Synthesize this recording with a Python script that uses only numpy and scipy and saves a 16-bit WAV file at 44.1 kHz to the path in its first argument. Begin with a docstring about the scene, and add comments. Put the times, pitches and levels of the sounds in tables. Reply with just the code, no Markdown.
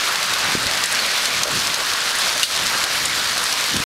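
"""Hail and rain on a garden

Stones tick sharply on the paving close by, over a dense patter on leaves and ice-covered gravel and
the roar of far impacts. Wet stones spit, pots and tiles ping, something hollow knocks and rebounds,
and one stone rings a hard object and bounces. The hand-held camera rumbles and bumps a little;
its gain control ducks after the hardest hits."""
import sys
import numpy as np
from scipy import signal
from scipy.fft import rfft, irfft, next_fast_len
from scipy.io import wavfile
from scipy.ndimage import uniform_filter1d, minimum_filter1d, map_coordinates

SR = 44100
rng = np.random.default_rng(int(sys.argv[2]) if len(sys.argv) > 2 else 0)


def store_wav(level_fs):
    """Save 16-bit WAV to argv[1]."""
    pcm = np.round(np.clip(np.atleast_2d(level_fs), -1, 1) * 32767)
    wavfile.write(sys.argv[1], SR, pcm.T.astype(np.int16))


N = 176400


def amp(db):
    return 10 ** (np.asarray(db) / 20)


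def unit_rms(x):
    return x / np.sqrt(np.mean(x ** 2) + 1e-20)


def curve(rows):
    """One value per sample from (time_s, value) rows."""
    return np.interp(np.arange(N) / SR, *np.transpose(rows))


def wobble(rate_hz):
    """Smooth random curve through rate_hz knots a second."""
    knots = rng.standard_normal(int(N * rate_hz / SR) + 4)
    return map_coordinates(knots, [np.arange(N) * rate_hz / SR])


def colour(x, spectrum):
    """Minimum-phase filter through (freq_hz, gain_db) rows."""
    size = 2 * next_fast_len(N // 2 + 8192)
    freq_hz, gain_db = np.transpose(spectrum)
    bin_db = np.interp(np.log(np.fft.rfftfreq(size, 1 / SR) + 1), np.log(freq_hz + 1), gain_db)
    cepstrum = irfft(np.log(amp(bin_db)), size)
    cepstrum[1:size // 2] *= 2
    cepstrum[size // 2 + 1:] = 0
    return irfft(rfft(x, size) * np.exp(rfft(cepstrum)), size)[:N]


def patchy(x, depth_db):
    """Random patches of gain in time and frequency."""
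    frames = signal.stft(x, nperseg=512)[2]
    field = uniform_filter1d(uniform_filter1d(rng.standard_normal(frames.shape), 7, 0), 9, 1)
    return signal.istft(frames * amp(depth_db * unit_rms(field)), nperseg=512)[1][:N]


def add(track, start_s, sound):
    """Mix a sound into the track in place."""
    i = int(np.clip(round(start_s * SR), 0, N - 1))
    track[i:i + len(sound)] += sound[:N - i]


def decay(t, level_db, t60_s):
    return amp(level_db - 60 * t / t60_s)


def ring(t, pitch_hz, level_db, t60_s):
    return decay(t, level_db, t60_s) * np.sin(2 * np.pi * pitch_hz * t)


def impacts(count, spread_db, pitch_hz, log_spread, decay_cycles, samples=160):
    """Stones at random moments, each a damped ring; some land nearer than the rest."""
    when, nearness = np.hsplit(rng.random((count, 2)), 2)
    detune, polarity = np.hsplit(rng.standard_normal((count, 2)), 2)
    age = np.arange(samples)
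    cycles = np.clip(pitch_hz * np.exp(log_spread * detune), 300, 15000) * age / SR
    strength = amp(spread_db * np.minimum(-np.log(1 - nearness), 3))
    rings = strength * np.sign(polarity) * np.sin(2 * np.pi * cycles) * np.exp(-cycles / decay_cycles)
    positions = (when * N).astype(int) + age
    return unit_rms(np.bincount(positions.ravel(), rings.ravel(), N + samples)[:N])


def shower(count, spread_db, wash_db):
    """Tiny impulses over a wash of those too far to tell apart."""
    when, nearness, polarity = rng.random((count, 3)).T
    strength = amp(spread_db * np.minimum(-np.log(1 - nearness), 3.8))
    impulses = np.bincount((when * N).astype(int), strength * np.sign(polarity - .5), N)
    return unit_rms(impulses) + amp(wash_db) * rng.standard_normal(N)


# start_s, level_db, pitch_hz
PAVING_HITS = [(0.1575, -3, 4950), (0.2288, -3, 4760), (0.3365, -2.5, 5160), (0.5205, -6, 3780),
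               (0.6682, -2, 4570), (0.7122, -4, 5110), (0.7744, -3, 4100), (0.8388, 3, 4700),
               (0.9489, -5, 5800), (1.2556, 0, 4490), (1.4343, 3, 6100), (1.4777, -6, 3580),
               (1.6719, -3, 5570), (1.7432, -1, 5170), (1.9354, -4, 5200), (2.1513, -6, 4290),
               (2.2173, -6, 5160), (2.2801, -5.5, 4640), (2.3786, -5, 5090), (2.3967, -3, 5130),
               (2.562, -3.5, 5440), (2.6624, -3.5, 5200), (2.6683, -2, 5300), (2.8396, 1, 4690),
               (3.0596, -4.5, 3950), (3.0968, -6, 4210), (3.378, -.5, 4300), (3.5263, 1, 5130),
               (3.6094, -5, 5700), (3.6406, -3.5, 5500), (3.7357, -5, 4300), (3.7658, -.5, 5200)]
# freq_hz, gain_db
ICE_CHIP_SPECTRUM = [(1000, -9), (4000, 5.5), (7000, -0.5), (11000, -3), (15800, -24)]


def ticks(gain_db=1, fragment_gap_s=.001, fragment_loss_db=6.5, log_detune=0.13, chip_db=-12):
    """A near stone snaps on the paving; its fragments land at once, each weaker, in a fizz of chips."""
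    snaps, chips = np.zeros((2, N))
    t = np.arange(SR // 40) / SR
    onset = 1 - np.exp(-t / .00006)
    for start_s, level_db, pitch_hz in PAVING_HITS:
        for k in range(3):
            delay_s = k * fragment_gap_s * rng.uniform(0.47, 1.4)
            fragment_hz = pitch_hz * np.exp(k * log_detune * rng.uniform(-1.6, 1))
            fragment_db = level_db + gain_db - k * fragment_loss_db
            add(snaps, start_s + delay_s, ring(t, fragment_hz, fragment_db, t60_s=0.0017) * onset)
        add(chips, start_s, decay(t, level_db + chip_db, t60_s=0.03) * rng.standard_normal(len(t)))
    return snaps + colour(chips, ICE_CHIP_SPECTRUM)


# time_s, level_db
PATTER_LEVELS = [(0.0, -20.5), (0.69, -21), (1.04, -20), (1.38, -19.5), (1.8, -21), (2.4, -20), (2.76, -20),
                 (3.11, -20), (3.8, -20)]
# freq_hz, gain_db
PATTER_SPECTRUM = [(500, -24), (1500, -2.5), (2800, -5.5), (4200, 1.5), (5400, -2), (7000, -6.5),
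                   (10000, -11.5), (13000, -15.5), (15800, -29.5)]


def patter(gain_db=-3.5, flutter_db=1.2):
    """Drops and small stones on the leaves and gravel."""
    drops = patchy(shower(count=9000, spread_db=4.0, wash_db=0.5), depth_db=0.93)
    level_db = gain_db + curve(PATTER_LEVELS) + flutter_db * wobble(rate_hz=30)
    return unit_rms(colour(drops, PATTER_SPECTRUM)) * amp(level_db)


# start_s, level_db
CLINK_CONTACTS = [(2.4315, 2.5), (2.4370, -2)]
# pitch_hz, gain_db, t60_s
HARD_OBJECT_MODES = [(2865, -6.5, 0.029), (3770, -21.5, .02), (3680, -14.5, 0.034), (4400, -19, 0.04),
                     (4950, -24, 0.11), (6140, -15.5, 0.011), (8500, -20, 0.023)]
# freq_hz, gain_db
WALL_ECHO_SPECTRUM = [(1500, -37), (2900, -4.5), (4500, 1), (6500, -10), (10000, -10), (15000, -25)]


def clinks(crack_db=-5.5, echo_db=-20):
    """A bouncing stone cracks on a hard object and rings it; the walls scatter back a bright wash."""
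    rings, cracks, echo_envelope = np.zeros((3, N))
    t = np.arange(SR // 4) / SR
    for start_s, level_db in CLINK_CONTACTS:
        add(rings, start_s, sum(ring(t, hz, level_db + db, t60) for hz, db, t60 in HARD_OBJECT_MODES))
        add(cracks, start_s, decay(t, level_db + crack_db, t60_s=0.015) * rng.standard_normal(len(t)))
        add(echo_envelope, start_s, decay(t, level_db + echo_db, t60_s=0.28))
    wash = unit_rms(colour(rng.standard_normal(N), WALL_ECHO_SPECTRUM))
    return rings + colour(cracks, ICE_CHIP_SPECTRUM) + echo_envelope * wash


# start_s, level_db, centre_hz
WET_HITS = [(0.8587, -4, 7900), (0.9257, -12, 8600), (1.4345, -18, 7200), (2.0057, -15, 7950),
            (2.1866, -11, 7940), (2.5762, -13.5, 8100), (2.8314, -12, 7600), (3.056, -7.5, 7700),
            (3.3117, -18, 9500), (3.44, -13, 8850), (3.8024, -14, 7800)]


def splats(log_half_width=0.15):
    """Wet stones burst close by, each in a short bright spit."""
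    out = np.zeros(N)
    t = np.arange(SR // 40) / SR
    for start_s, level_db, centre_hz in WET_HITS:
        edges_hz = centre_hz * np.exp([-log_half_width, log_half_width])
        band = signal.butter(2, edges_hz, "band", fs=SR, output="sos")
        spit = unit_rms(signal.sosfilt(band, rng.standard_normal(len(t))))
        add(out, start_s, decay(t, level_db, t60_s=0.0068) * spit)
    return out


# start_s, level_db
KNOCK_CONTACTS = [(1.456, -14.5), (1.4715, -15), (1.484, -15)]
# pitch_hz, gain_db, t60_s
HOLLOW_MODES = [(515, -7.5, 0.046), (598, 1.5, 0.038), (780, -8, 0.034)]


def knocks(attack_s=.001):
    """Something hollow is struck and rattles briefly with a dull ring."""
    out = np.zeros(N)
    t = np.arange(SR // 8) / SR
    for start_s, level_db in KNOCK_CONTACTS:
        body = sum(ring(t, hz, level_db + db, t60) for hz, db, t60 in HOLLOW_MODES)
        add(out, start_s, body * (1 - np.exp(-t / attack_s)))
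    return out


# start_s, level_db, pitch_hz
NEAR_POT_HITS = [(.44, -16, 3950), (.68, -18, 2010), (.822, -18, 1185), (.99, -14, 4410),
                 (2.742, -18, 1600), (3.097, -17, 2200)]


def pings(far_db=-33):
    """Stones ping on pots and tiles around the garden; the nearest ring out on their own."""
    out = impacts(count=1100, spread_db=3, pitch_hz=2400, log_spread=0.338, decay_cycles=6.6, samples=900)
    out *= amp(far_db)
    t = np.arange(SR // 12) / SR
    for start_s, level_db, pitch_hz in NEAR_POT_HITS:
        add(out, start_s, ring(t, pitch_hz, level_db, t60_s=.05))
    return out


# freq_hz, gain_db
LIGHT_STONE_SPECTRUM = [(1000, -7), (3500, 5), (5000, -6), (9000, -1.5), (13000, -4.5), (15800, -6.5)]


def spray(stone_db=-34.5, splash_db=-37.5):
    """Lighter stones stand out of the patter; near drops splash in short bright bursts."""
    stones = impacts(count=900, spread_db=3.5, pitch_hz=5230, log_spread=0.28, decay_cycles=1.3)
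    stones = unit_rms(colour(stones, LIGHT_STONE_SPECTRUM))
    drops = impacts(count=5000, spread_db=2.5, pitch_hz=9030, log_spread=0.18, decay_cycles=3.1)
    burst_db = 5 * np.clip(wobble(rate_hz=130), -2, 2)
    return amp(stone_db) * stones + amp(splash_db) * unit_rms(drops * amp(burst_db))


# time_s, level_db
ROAR_LEVELS = [(0.0, -22), (0.25, -23), (0.45, -19.5), (0.67, -22.5), (1.12, -21.5), (1.35, -22.5),
               (1.8, -23.5), (2.3, -21.5), (2.46, -26), (2.7, -22.5), (3.13, -23), (3.4, -24), (3.8, -23.5)]
# freq_hz, gain_db
ROAR_SPECTRUM = [(60, -21.5), (200, -12.5), (380, -11), (600, -5), (800, -5.5), (1150, -1), (1550, 0),
                 (2000, -3.5), (2900, -4), (4200, -7.5), (6500, -13), (15000, -47)]


def roar(gain_db=-1.5, flutter_db=0.12):
    """Hail on roofs and lawns farther off."""
    stones = patchy(shower(count=12000, spread_db=3.5, wash_db=3.5), depth_db=1.88)
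    level_db = gain_db + curve(ROAR_LEVELS) + flutter_db * wobble(rate_hz=8.3)
    return unit_rms(colour(stones, ROAR_SPECTRUM)) * amp(level_db)


# time_s, level_db
RUMBLE_LEVELS = [(0, -61), (.4, -44), (.6, -35), (.75, -47), (1.0, -49), (1.3, -49.5), (1.5, -36.5),
                 (1.8, -48.5), (2.3, -57), (2.65, -39), (2.8, -46), (3.1, -38.5), (3.35, -48.5),
                 (3.68, -47.5), (3.76, -29.5), (3.84, -36)]
# freq_hz, gain_db
RUMBLE_SPECTRUM = [(20, -23), (55, -7.5), (95, 0), (180, -1), (330, -4.5), (700, -15), (2000, -70.5)]
# centre_s, peak_db, pitch_hz
CAMERA_BUMPS = [(.553, -11.5, 260), (.578, -23, 150), (.665, -23, 170), (3.745, -20.5, 220),
                (3.770, -23, 150), (3.803, -20.5, 165)]


def handling(flutter_db=2.1):
    """Rumble and soft one-cycle bumps as the camera moves."""
    t = np.arange(N) / SR
    rumble = unit_rms(colour(rng.standard_normal(N), RUMBLE_SPECTRUM))
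    out = rumble * amp(curve(RUMBLE_LEVELS) + flutter_db * wobble(rate_hz=16))
    for centre_s, peak_db, pitch_hz in CAMERA_BUMPS:
        phase = 2 * np.pi * pitch_hz * (t - centre_s)
        out += amp(peak_db) * phase * np.exp((1 - phase ** 2) / 2)
    return out


def scene():
    """Steady downpour, near hits and handling, in mono."""
    downpour = roar() + patter() + spray() + pings()
    near_hits = ticks() + splats() + clinks() + knocks()
    return (downpour + near_hits + handling())[None]


def gain_control(x, threshold_db, slope, sense_s, attack_s, hold_s, release_db_per_s):
    """Loud moments pull the gain down quickly; it holds, then climbs back at a steady rate."""
    power = uniform_filter1d(x * x, int(sense_s * SR))
    level_db = 10 * np.log10(np.abs(power) + 1e-12)
    wanted_db = -slope * np.maximum(level_db - threshold_db, 0)
    hold_samples = int(hold_s * SR)
    held_db = minimum_filter1d(wanted_db, hold_samples, origin=(hold_samples - 1) // 2)
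    climb_db = release_db_per_s * np.arange(N) / SR
    gain_db = np.minimum.accumulate(held_db - climb_db) + climb_db
    pole = np.exp(-1 / (attack_s * SR))
    return x * amp(signal.lfilter([1 - pole], [1, -pole], gain_db))


def record(dry, ceiling=.68, stop_s=3.839, top_hz=15800):
    """Gain control, soft clipping and a band limit; the sound stops just before the end."""
    x = gain_control(dry[0], threshold_db=-16, slope=0.69, sense_s=0.0031,
                     attack_s=0.0044, hold_s=0.037, release_db_per_s=130.5)
    x = x / (1 + np.abs(x / ceiling) ** 6) ** (1 / 6)
    x = x * (np.arange(N) / SR < stop_s)
    size = next_fast_len(N + 8192)
    passband = np.clip((top_hz - np.fft.rfftfreq(size, 1 / SR)) / 200 + .5, 0, 1)
    return irfft(rfft(x, size) * passband, size)[None, :N]


dry = scene()
out = record(dry)
store_wav(out)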